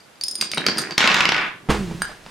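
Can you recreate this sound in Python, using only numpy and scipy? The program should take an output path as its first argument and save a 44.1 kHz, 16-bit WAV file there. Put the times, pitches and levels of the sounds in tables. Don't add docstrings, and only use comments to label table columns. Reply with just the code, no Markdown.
import sys
import numpy as np
from scipy import signal
from scipy.fft import rfft, irfft
from scipy.io import wavfile
from scipy.ndimage import uniform_filter1d

SR = 44100
rng = np.random.default_rng(int(sys.argv[2]) if len(sys.argv) > 2 else 0)


def dump(signal):
    limited = np.clip(np.atleast_2d(signal).T, -1, 1)
    pcm = np.round(limited * 32767).astype(np.int16)
    wavfile.write(sys.argv[1], SR, pcm)


N = 101429
T = np.arange(N) / SR

# (t/s, level/dB, lowest tone f/Hz, main upper tone f/Hz, upper tones' level/dB)
DOMINOES = [(.004, -41.5, 4700, 9000, -24), (.155, -48, 4800, 9000, -19), (.2115, -17, 4710, 9150, -15),
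            (.2365, -14, 5140, 9240, -1), (.2395, -30, 5230, 9260, 3), (.2828, -14, 5050, 9290, -3.5),
            (.3115, -20, 5170, 9290, 1.5), (.354, -17.5, 4940, 9080, 4.5), (.406, -29, 4840, 9000, -2),
            (.4118, -11, 4867, 8720, -7.5), (.416, -15, 4830, 8700, -1.5), (.424, -18.5, 4840, 8700, 1),
            (.516, -18, 4750, 8900, -6), (.546, -23.5, 4920, 8950, 4.5), (.574, -18, 3852, 8700, -13),
            (.58, -16.5, 3860, 8800, -12), (.665, -7.5, 4656, 8900, -26), (.685, -15, 4490, 8800, -46),
            (.773, -19.5, 4880, 9000, -35), (.782, -15, 4830, 9200, 1.5), (.788, -21.5, 4460, 8840, 2),
            (.794, -21, 4620, 8700, 1), (.819, -34, 4630, 8800, -2), (.909, -21, 4600, 8800, -34),
            (.923, -28, 4600, 8800, -34), (1.412, -29, 4790, 8800, -25)]
# (ratio to its lowest or main upper tone, level/dB, t60/s: time to fade by 60 dB)
LOW_MODES = [(0.999, 0, 0.034), (1.056, -9, 0.022), (1.31, -14, 0.027)]
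HIGH_MODES = [(0.999, -3.5, 0.028), (1.034, -12.5, 0.015), (1.18, -16, 0.018), (1.43, -21, 0.02)]
# (t/s, level/dB, brightness/dB per octave)
KNOCKS = [(.2115, -30.5, 0.5), (.2365, -20, 10), (.2828, -26.5, 15), (.354, -27, 9), (.412, -8, 7.5),
          (.424, -14, -1.5), (.516, -14, 7.5), (.535, -12.5, -2), (.574, -9.5, -3.5), (.580, -9, -2.5),
          (.665, -1.5, 1), (.685, -4.5, -3), (.696, -15, -6.5), (.705, -22, -4), (.714, -23, 4),
          (.773, -19, -2.5), (.782, -19, -2.5), (.909, -18.5, -2), (.917, -25, 1), (.923, -22, -3),
          (.9795, 1.5, 2.5), (2.263, -24.5, -4.5)]
BOUNCES = [(1.006, -1.5, 0.5), (1.016, -6, 0.5), (1.041, -3.5, -4.5), (1.075, 0.5, 1.5), (1.100, -6, -3),
           (1.116, -3, -1.5), (1.143, -0.5, 3), (1.206, 1.5, -0.5), (1.2543, 0.5, -1), (1.2904, -1, 0.5),
           (1.320, -2.5, -1.5), (1.344, -6, -0.5), (1.3644, -7.5, -2), (1.3804, -9.5, -2)]
THUMPS = [(1.688, -20.5, -3.5), (1.695, -15.5, -2), (1.702, -16, 0), (1.743, -20, -2), (1.912, -28.5, -5)]
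# (f/Hz, level/dB, t60/s)
FLOOR_MODES = [(45, -54, 0.051), (158.5, -31.5, 0.14), (215, -31.5, 0.17), (350, -37, 0.17)]
CHUTE_MODES = [(824, -13, 0.27), (920, -9, .2), (972, -2, 0.22), (1080, -7, 0.18), (1164, -0.5, .2),
               (1303, -9, 0.25), (1490, -4, .2), (1502, -3, 0.29), (1740, -14, .2), (1856, -3, 0.17),
               (1965, -6, 0.13), (2130, -1.5, .2), (2250, 5, 0.13), (2645, 3, 0.097)]
BOOM_MODES = [(33.1, -29, 1.1), (65.5, -19.5, 0.39), (210, -8, 0.12)]
CLACK_MODES = [(1462, -18, 0.02), (1604, -9.5, 0.017), (4850, -23, 0.048), (6500, -44, 0.048),
               (8660, -18, 0.041), (12740, -36, .03)]
# (t/s, level/dB)
MARBLE_ROLL = [(.22, -67), (.42, -41.5), (.53, -49), (.60, -34.5), (.72, -35), (.79, -31.5), (.86, -37),
               (.93, -36), (.97, -57), (1.3, -57), (1.58, -68), (1.68, -43)]
TICKS = [(.55, -58), (.63, -34.5), (.72, -38.5), (.83, -34.5), (.89, -40.5), (.94, -60)]
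RATTLE = [(.78, -71), (.785, -22.5), (.80, -35), (.825, -35), (.835, -55)]
FLOOR_ROLL = [(1.40, -58), (1.55, -54.5), (1.67, -48.5), (1.78, -35), (1.92, -39), (2.02, -43.5),
              (2.08, -57), (2.3, -59)]
SCRAPE = [(1.69, -68), (1.73, -33.5), (1.85, -40.5), (1.97, -43), (2.1, -44), (2.2, -52), (2.3, -45)]
SETTLE = [(2.075, -68), (2.095, -38), (2.115, -39), (2.15, -61)]
# (t/s, level/dB, treble level/dB)
SKID = [(.976, -51, 21), (.984, -21, 7), (1.05, -17, 1), (1.12, -20, -0.5), (1.18, -21.5, 4.5),
        (1.24, -24.5, -1), (1.30, -25.5, -12), (1.38, -24, -32), (1.44, -27.5, -28), (1.485, -34, -12),
        (1.505, -46, -5), (1.56, -53, -39)]
# (t/s, f/Hz, level/dB)
HUM = [(1.75, 216.3, -50), (1.785, 206, -28), (1.82, 193, -20), (1.85, 182, -24), (1.89, 164.5, -36),
       (1.96, 164.4, -31.5), (1.99, 182.4, -44), (2.02, 182.5, -35), (2.06, 170, -64)]
# (f/Hz, level/dB)
CRACK_COLOUR = [(100, -30), (1000, -22.5), (3500, -9), (5000, -9.5), (7000, -7.5), (9500, -8),
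                (13000, -14.5), (14500, -33), (16500, -11)]
WOOD_COLOUR = [(30, -40), (95, -43), (160, -3.5), (230, -5.5), (500, -5), (1100, -1), (2300, 0.5),
               (3500, -2.5), (5200, -1.5), (7000, -17.5), (11000, -26.5), (14000, -40), (16500, -46)]
MARBLE_COLOUR = [(40, -46), (110, -11), (160, -7.5), (215, 5.5), (270, -1.5), (350, 1.5), (480, -7),
                 (900, -11.5), (1700, -14.5), (3000, -26), (6000, -31), (15000, -48)]
TICK_COLOUR = [(100, -18), (900, -16), (1700, 8), (2700, -2.5), (4500, -23), (15000, -46)]
RATTLE_COLOUR = [(100, -13), (900, -10), (1600, 9), (2500, -10), (4500, 0), (7000, -4), (9000, -9),
                 (13000, -15), (16000, -30)]
SKID_COLOUR = [(30, -35), (100, -20), (190, 1), (300, -5), (600, -8), (1050, 2.5), (1600, 3), (2400, 0.5),
               (3500, -6.5), (5000, -26.5), (15000, -51.5)]
SKID_TREBLE = [(100, -30), (2000, -9), (3200, 17.5), (5000, 2.5), (7000, -2), (10000, -25), (15000, -45)]
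BOUNCE_COLOUR = [(30, -29), (100, -35), (190, -8), (500, -7), (1100, 0.5), (1700, 1), (2400, 6.5),
                 (3400, 1.5), (5200, -5.5), (7000, -19.5), (11000, -32.5), (16000, -46)]
FLOOR_ROLL_COLOUR = [(30, -14), (70, -17), (110, -0.5), (160, -1.5), (230, -5), (370, -6), (520, -20.5),
                     (1500, -34), (15000, -61)]
THUMP_COLOUR = [(30, -10), (48, -19), (70, -7), (120, -13.5), (210, -0.5), (270, -7.5), (410, -5),
                (620, -13), (830, -7), (1400, -11), (2500, -15), (5000, -23), (10000, -30.5), (15000, -47)]
SCRAPE_COLOUR = [(30, 2.5), (100, 0), (350, -0.5), (550, -4.5), (1500, -3.5), (4000, -9), (9000, -16.5),
                 (15000, -32)]
SETTLE_COLOUR = [(60, -23), (250, -5), (400, -2), (700, 2), (1000, -7), (1800, -7), (5000, -30),
                 (15000, -49)]
AIR_COLOUR = [(25, -31), (50, -15), (134, -5.5), (400, -5), (1200, -7.5), (2760, -12), (6000, -19),
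              (11000, -22.5), (14500, -35), (16500, -61)]
# (f/Hz, t60/s, level/dB)
ROOM = [(100, 1, -8.5), (252, 0.82, -13.5), (1000, 0.33, -7), (3900, 0.39, -5), (9000, 0.24, -9),
        (16000, .2, -42)]
# (f/Hz, left minus right level/dB)
BALANCE = [(60, 1), (300, -3), (1000, -2.4), (2500, 0.7), (9000, -1.4)]
CRACK_T60_S = 0.015


def amp(db):
    return 10 ** (np.asarray(db) / 20)


def unit(x):
    return x / np.sqrt(np.mean(x ** 2))


def curve(rows, column=1):
    rows = np.array(rows)
    return np.interp(T, rows[:, 0], rows[:, column])


def swell(rows):
    return amp(curve(rows)) * (T >= rows[0][0]) * (T <= rows[-1][0])


def across(hz, rows, column=1):
    rows = np.array(rows)
    return np.interp(np.log(hz + 1), np.log(rows[:, 0]), rows[:, column])


def colour(x, points, tilt=0, size=4096):
    hz = np.arange(size // 2 + 1) * SR / size
    db = across(hz, points) + tilt * np.log2(np.maximum(hz, 200) / 2000)
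    cepstrum = irfft(np.log(amp(db)))
    cepstrum[1:size // 2] *= 2
    cepstrum[size // 2 + 1:] = 0
    response = irfft(np.exp(rfft(cepstrum)))
    return signal.fftconvolve(x, response / np.linalg.norm(response))[:len(x)]


def fade(t60, t):
    return np.exp(-np.log(1000) * t / t60)


def add(out, at, x):
    start = max(int(at * SR), 0)
    out[start:start + len(x)] += x[:N - start]


def ring(modes, t):
    return sum(amp(db) * fade(t60, t) * np.sin(2 * np.pi * hz * t) for hz, db, t60 in modes)


def blows(rows, points, t60, contact):
    out, t = np.zeros(N), T[:N // 8]
    for at, db, tilt in rows:
        burst = rng.standard_normal(len(t)) * fade(t60, t)
        burst[0] = contact
        hit = colour(burst, points, tilt)
        size = np.hypot(contact, np.linalg.norm(fade(t60, t)))
        add(out, at, amp(db) * hit * size / np.linalg.norm(hit) / 2)
    return out


def chatter(rate_hz, spread_db, ring_s, jitter, tail_db=0):
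    taps, t = np.zeros(N), T[:N // 100]
    gaps, strengths = rng.standard_normal((N // 40, 2)).T
    for at, strength in zip(np.cumsum(np.exp(jitter * gaps) / rate_hz), strengths):
        if at < T[-1]:
            taps[int(at * SR)] += amp(spread_db * np.clip(strength, -2, 2))
    tail_power = signal.fftconvolve(taps ** 2, fade(ring_s, t) ** 2)[:N]
    tails = np.sqrt(np.abs(tail_power)) * rng.standard_normal(N)
    return unit(unit(taps - taps.mean()) + amp(tail_db) * unit(tails))


def domino_pings(rise_s=0.00023, scatter=0.0057):
    out, t = np.zeros(N), T[:N // 12]
    for at, db, low_hz, high_hz, upper_db in DOMINOES:
        modes = [(low_hz * ratio, level, t60) for ratio, level, t60 in LOW_MODES]
        modes += [(high_hz * ratio, level + upper_db, t60) for ratio, level, t60 in HIGH_MODES]
        detuned = [(hz * (1 + scatter * rng.standard_normal()), level, t60) for hz, level, t60 in modes]
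        add(out, at, amp(db) * ring(detuned, t) * (1 - np.exp(-t / rise_s)))
    return out


def domino_cracks(gain_db=-7.5, tilt_per_db=0.13):
    rows = [(at, db + gain_db, tilt_per_db * upper_db) for at, db, _, _, upper_db in DOMINOES]
    return blows(rows, CRACK_COLOUR, CRACK_T60_S, contact=1.5)


def wood_knocks():
    knocks = amp(1) * blows(KNOCKS, WOOD_COLOUR, t60=0.019, contact=3.3)
    bounces = amp(0.5) * blows(BOUNCES, BOUNCE_COLOUR, t60=0.02, contact=2)
    pushes = np.zeros(N)
    for at, db, _ in KNOCKS + BOUNCES:
        pushes[int(at * SR)] += amp(db)
    return knocks + bounces + signal.fftconvolve(pushes, ring(FLOOR_MODES, T[:N // 8]))[:N]


def marble():
    rumble = chatter(rate_hz=500, spread_db=2.5, ring_s=0.0084, jitter=.6, tail_db=1.5)
    ticks = chatter(rate_hz=125, spread_db=4.5, ring_s=0.0047, jitter=.3, tail_db=-5)
    return colour(rumble, MARBLE_COLOUR) * swell(MARBLE_ROLL) + colour(ticks, TICK_COLOUR) * swell(TICKS)


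def domino_rattle():
    taps = chatter(rate_hz=400, spread_db=3, ring_s=0.01, jitter=0.45)
    return swell(RATTLE) * colour(taps, RATTLE_COLOUR)


def chute_skid(treble_db=-5, ring_db=-8, lift_db=-5, lift_s=0.0074):
    taps = chatter(rate_hz=380, spread_db=1.5, ring_s=0.022, jitter=.45, tail_db=1)
    lift = amp(lift_db * sum(np.exp(-np.abs(at - T) / lift_s) * (T < at) for at, _, _ in BOUNCES))
    treble = amp(treble_db + curve(SKID, column=2)) * colour(taps, SKID_TREBLE)
    sliding = swell(SKID) * lift * (colour(taps, SKID_COLOUR) + treble)
    tones = ring(CHUTE_MODES, T[:N // 6])
    ringing = signal.fftconvolve(taps * swell(SKID), tones / np.linalg.norm(tones))[:N]
    return sliding + amp(ring_db) * ringing


def floor_roll():
    return swell(FLOOR_ROLL) * colour(rng.standard_normal(N), FLOOR_ROLL_COLOUR)


def thump(boom_at=1.694):
    out = 2 * blows(THUMPS, THUMP_COLOUR, t60=0.18, contact=6)
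    add(out, boom_at, ring(BOOM_MODES, T))
    return out


def scrape():
    return swell(SCRAPE) * colour(rng.standard_normal(N), SCRAPE_COLOUR)


def sinking_hum(octave_db=-12, waver_db=3):
    phase = 2 * np.pi * np.cumsum(curve(HUM)) / SR
    tone = np.sin(phase) + amp(octave_db) * np.sin(2 * phase)
    waver = amp(waver_db * unit(uniform_filter1d(rng.standard_normal(N), size=500)))
    return tone * waver * swell([(at, db) for at, _, db in HUM])


def clack(at=2.0195, crack_db=-13.5, tilt=-3):
    out = blows([(at, crack_db, tilt)], CRACK_COLOUR, CRACK_T60_S, contact=1)
    add(out, at, ring(CLACK_MODES, T))
    return out


def settle():
    taps = chatter(rate_hz=650, spread_db=2.5, ring_s=0.018, jitter=.4)
    return swell(SETTLE) * colour(taps, SETTLE_COLOUR)


def room(x, build_s=0.0064, echoes=14, early_s=0.035, early_db=-11):
    t = T[:N // 3]
    hz = np.fft.rfftfreq(len(t), 1 / SR)
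    octaves_hz = 62.5 * 2 ** np.arange(9)
    out = []
    for _ in range(2):
        noise, response = rfft(rng.standard_normal(len(t))), 0
        for centre, pick in zip(octaves_hz, np.eye(len(octaves_hz))):
            shape = fade(across(centre, ROOM), t) * (1 - np.exp(-t / build_s))
            band = irfft(noise * np.interp(np.log(hz + 1), np.log(octaves_hz), pick), len(t))
            response += band * shape / np.linalg.norm(shape) * amp(across(centre, ROOM, column=2))
        for when, size in rng.random((echoes, 2)):
            delay = int((.001 + when * early_s) * SR)
            response[delay] += amp(early_db) * (2 * size - 1) * 2 / np.sqrt(echoes)
        out.append(signal.fftconvolve(x, response)[:N])
    return np.array(out)


def scene(low_echo_db=-8, knock_echo_db=-1, air_db=-52, width=0.69, ending_left_db=-1):
    rubbing = marble() + chute_skid() + settle()
    knocks = wood_knocks()
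    dominoes = domino_pings() + domino_cracks() + domino_rattle()
    low = thump() + sinking_hum() + floor_roll() + scrape()
    last = clack()
    echo = room(rubbing + amp(knock_echo_db) * knocks + dominoes + amp(low_echo_db) * low + last)
    air = amp(air_db) * np.array([colour(rng.standard_normal(N), AIR_COLOUR) for _ in range(2)])
    middle, spread = echo + air
    spread = signal.sosfilt(signal.butter(1, 130, "high", fs=SR, output="sos"), spread)
    sides = np.array([[1], [-1]])
    ending = (low + last) * amp(sides * ending_left_db / 2)
    return rubbing + knocks + dominoes + ending + middle + width * spread * sides


def record(dry, ceiling=0.88, top_hz=16100):
    lean_db = across(np.fft.rfftfreq(N, 1 / SR), BALANCE)
    leaning = irfft(rfft(dry) * amp(np.array([lean_db, -lean_db]) / 2), N)
    rounded = ceiling * np.tanh(leaning / ceiling)
    return signal.sosfilt(signal.ellip(8, .2, 70, top_hz, fs=SR, output="sos"), rounded)


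dry = scene()
out = record(dry)
dump(out)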